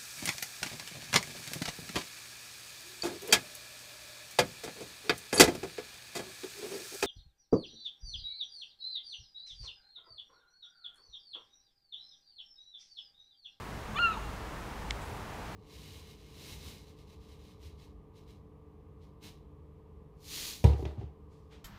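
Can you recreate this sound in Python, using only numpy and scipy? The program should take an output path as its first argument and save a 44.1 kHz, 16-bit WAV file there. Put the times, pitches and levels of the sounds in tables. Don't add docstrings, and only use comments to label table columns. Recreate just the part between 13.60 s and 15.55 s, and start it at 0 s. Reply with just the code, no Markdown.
import sys
import numpy as np
from scipy import signal
from scipy.fft import rfft, irfft
from scipy.io import wavfile

SR = 44100
rng = np.random.default_rng(int(sys.argv[2]) if len(sys.argv) > 2 else 0)


def pcm_store(signal):
    levels = np.round(np.clip(np.atleast_2d(signal), -1, 1) * 32767)
    wavfile.write(sys.argv[1], SR, levels.astype(np.int16).T)


N = 85995
T = np.arange(N) / SR
HZ = np.maximum(np.fft.rfftfreq(N, 1 / SR), 1)

# time in seconds, pitch in Hz.
CALL_PITCH = [(.345, 1025), (.362, 1146), (.375, 1213), (.385, 1211), (.390, 1386), (.408, 1418),
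              (.45, 1388), (.48, 1330), (.51, 1309), (.55, 1232), (.562, 1137), (.572, 902), (.6, 854)]
# time in seconds, level in dB.
FIRST_HARMONIC = [(.345, -62), (.354, -47), (.359, -34.5), (.368, -33.5), (.375, -50), (.383, -40),
                  (.391, -28.5), (.412, -28.5), (.453, -25), (.48, -30), (.508, -32.5), (.525, -39),
                  (.556, -50), (.578, -40.5), (.597, -58)]
SECOND_HARMONIC = [(.352, -62), (.372, -42), (.388, -40), (.401, -35), (.409, -54), (.425, -31),
                   (.455, -27), (.48, -39), (.492, -56), (.508, -46), (.54, -53), (.555, -66)]
THIRD_HARMONIC = [(.352, -61), (.366, -39.5), (.376, -62), (.397, -54), (.408, -44), (.425, -47),
                  (.44, -52.5), (.47, -53), (.51, -58), (.538, -51.5), (.56, -68)]
# time in seconds, level in dB.
HOARSE_LEVEL = [(.345, -53), (.364, -58), (.374, -39), (.388, -45.5), (.398, -66), (.406, -74)]
# multiple of the pitch, dB added to the hoarse level.
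HOARSE_TONES = [(1.5, 0), (2.5, 0), (3.5, -10.5)]
# centre in Hz, width in Hz, dB against the first harmonic in a clear voice.
RASP_BANDS = [(1180, 550, -23), (2820, 400, -29)]

def bird_call():
    breaking = np.exp(-.5 * ((T - .391) / .0047) ** 2)
    faltering = .5 + .5 * np.tanh((T - .505) / .01)
    pitch_shake = .0027 + .036 * breaking + .012 * faltering
    level_shake_db = .5 + 2.5 * (faltering + breaking)
    pitch = np.interp(T, *np.array(CALL_PITCH).T) * (1 + pitch_shake * wander(270))
    phase = 2 * np.pi * np.cumsum(pitch) / SR
    tones = [(1, swell(FIRST_HARMONIC)), (2, swell(SECOND_HARMONIC)), (3, swell(THIRD_HARMONIC))]
    tones += [(multiple, swell(HOARSE_LEVEL) * undb(db)) for multiple, db in HOARSE_TONES]
    voice = sum(gain * undb(level_shake_db * wander(86)) * np.sin(multiple * phase)
                for multiple, gain in tones)
    side_phase = phase + 2 * np.pi * 412 * T
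    side_tone = undb(-46) * bump(at_s=.473, length_s=.032) * np.sin(side_phase)
    rasp = sum(undb(db) * band(hz, width) for hz, width, db in RASP_BANDS)
    rasp_gain = swell(FIRST_HARMONIC) * undb(13 * breaking + 13.5 * faltering)
    return np.sqrt(2) * (voice + side_tone) + rasp * rasp_gain

# frequency in Hz, relative level in dB.
ECHO_COLOUR = [(500, 4), (1400, -6), (2800, -2), (7000, 13.5), (14000, -18)]

def echo(sound, fade_s=1, build_s=.018):
    tail = noise(colour(ECHO_COLOUR)) * undb(-60 * T / fade_s) * np.minimum(T / build_s, 1)
    tail /= np.sqrt(np.sum(tail ** 2))
    return undb(-10.5) * signal.fftconvolve(sound, tail)[:N]

# start in seconds, level in dB.
BILL_HITS = [(1.306, -32), (1.3083, -15.5)]
# frequency in Hz, level in dB, seconds to fade by 60 dB.
BILL_TONES = [(2190, -7, 0.0094), (3280, -0.5, 0.0025), (3850, -10.5, 0.0032), (5200, -11.5, .0032),
              (6900, -17, 0.0027)]

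def bill_snap():
    ringing = np.zeros(N)
    for start, hit_db in BILL_HITS:
        age = np.maximum(T - start, 0)
        for hz, db, fade_s in BILL_TONES:
            ringing += undb(hit_db + db - 60 * age / fade_s) * np.sin(2 * np.pi * hz * age)
    return signal.sosfilt(signal.butter(5, [1840, 8500], "band", fs=SR, output="sos"), ringing)

# peak time in seconds, length in seconds, centre in Hz, width in Hz, level in dB.
GRASS_RUSTLES = [(1.425, 0.042, 7700, 1600, -60.5), (1.51, 0.29, 10100, 7000, -66)]

def grass():
    rustles = sum(hiss(*row) for row in GRASS_RUSTLES)
    grain_db = 2 * wander(200)
    return rustles * unit(undb(grain_db))

def thin_hiss():
    return hiss(at_s=.47, length_s=.42, hz=6750, width_hz=800, db=-64.5)

def wind_puff():
    return hiss(at_s=.32, length_s=.1, hz=177, width_hz=110, db=-45)

# frequency in Hz, relative level in dB.
WASH_COLOUR = [(41, -32), (70, 3.5), (80, -2.5), (103, -0.5), (165, -7), (202, -5), (260, -12), (304, -7.5),
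               (333, -12.5), (427, -10), (547, -13), (899, -10), (1290, -14), (1810, -17.5), (3260, -25.5),
               (6000, -31.5), (15500, -41.5)]
# centre in Hz, width in Hz, level in dB.
TRAFFIC_DRONES = [(30.3, 6.8, -56), (53, 10, -47)]
# time in seconds, added level in dB.
DRONE_SWELL = [(0, -3), (.22, -0.5), (.65, 0.5), (1.05, -0.5), (1.37, 5.5), (1.5, -6), (1.78, -3.5),
               (1.96, 1)]

def traffic_and_air():
    bass_cut = np.sqrt(1 + (65 / HZ) ** 8)
    wash = noise(colour(WASH_COLOUR) / bass_cut) * undb(-42.5 + .07 * wander(2.1))
    rumble = sum(undb(db) * drone(hz, width) for hz, width, db in TRAFFIC_DRONES)
    return wash + swell(DRONE_SWELL) * rumble

def drone(hz, width_hz, evenness=.27):
    hum = signal.hilbert(band(hz, width_hz))
    return unit(hum.real / (np.abs(hum) + .1) ** evenness)

def hiss(at_s, length_s, hz, width_hz, db):
    return undb(db) * bump(at_s, length_s) * band(hz, width_hz)

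def band(hz, width_hz):
    return noise(1 / (1 + (2 * (HZ - hz) / width_hz) ** 2))

def wander(rate_hz):
    return noise(np.exp(-.5 * (HZ / rate_hz) ** 2))

def noise(gain):
    return unit(irfft(rfft(rng.standard_normal(N)) * gain, N))

def colour(points):
    hz, db = np.array(points).T
    return undb(np.interp(np.log(HZ), np.log(hz), db))

def swell(points):
    seconds, db = np.array(points).T
    return undb(np.interp(T, seconds, db, left=-np.inf, right=-np.inf))

def bump(at_s, length_s):
    return np.exp(-(2 * (T - at_s) / length_s) ** 2)

def unit(x):
    return x / np.sqrt(np.mean(x ** 2))

def undb(db):
    return 10 ** (np.asarray(db) / 20)

def scene():
    call = bird_call()
    return (call + echo(call) + bill_snap() + grass() + thin_hiss() + traffic_and_air() + wind_puff())[None]

def record(dry, top_hz=15680):
    return signal.sosfilt(signal.ellip(12, .1, 80, top_hz, fs=SR, output="sos"), dry)

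dry = scene()
out = record(dry)
pcm_store(out)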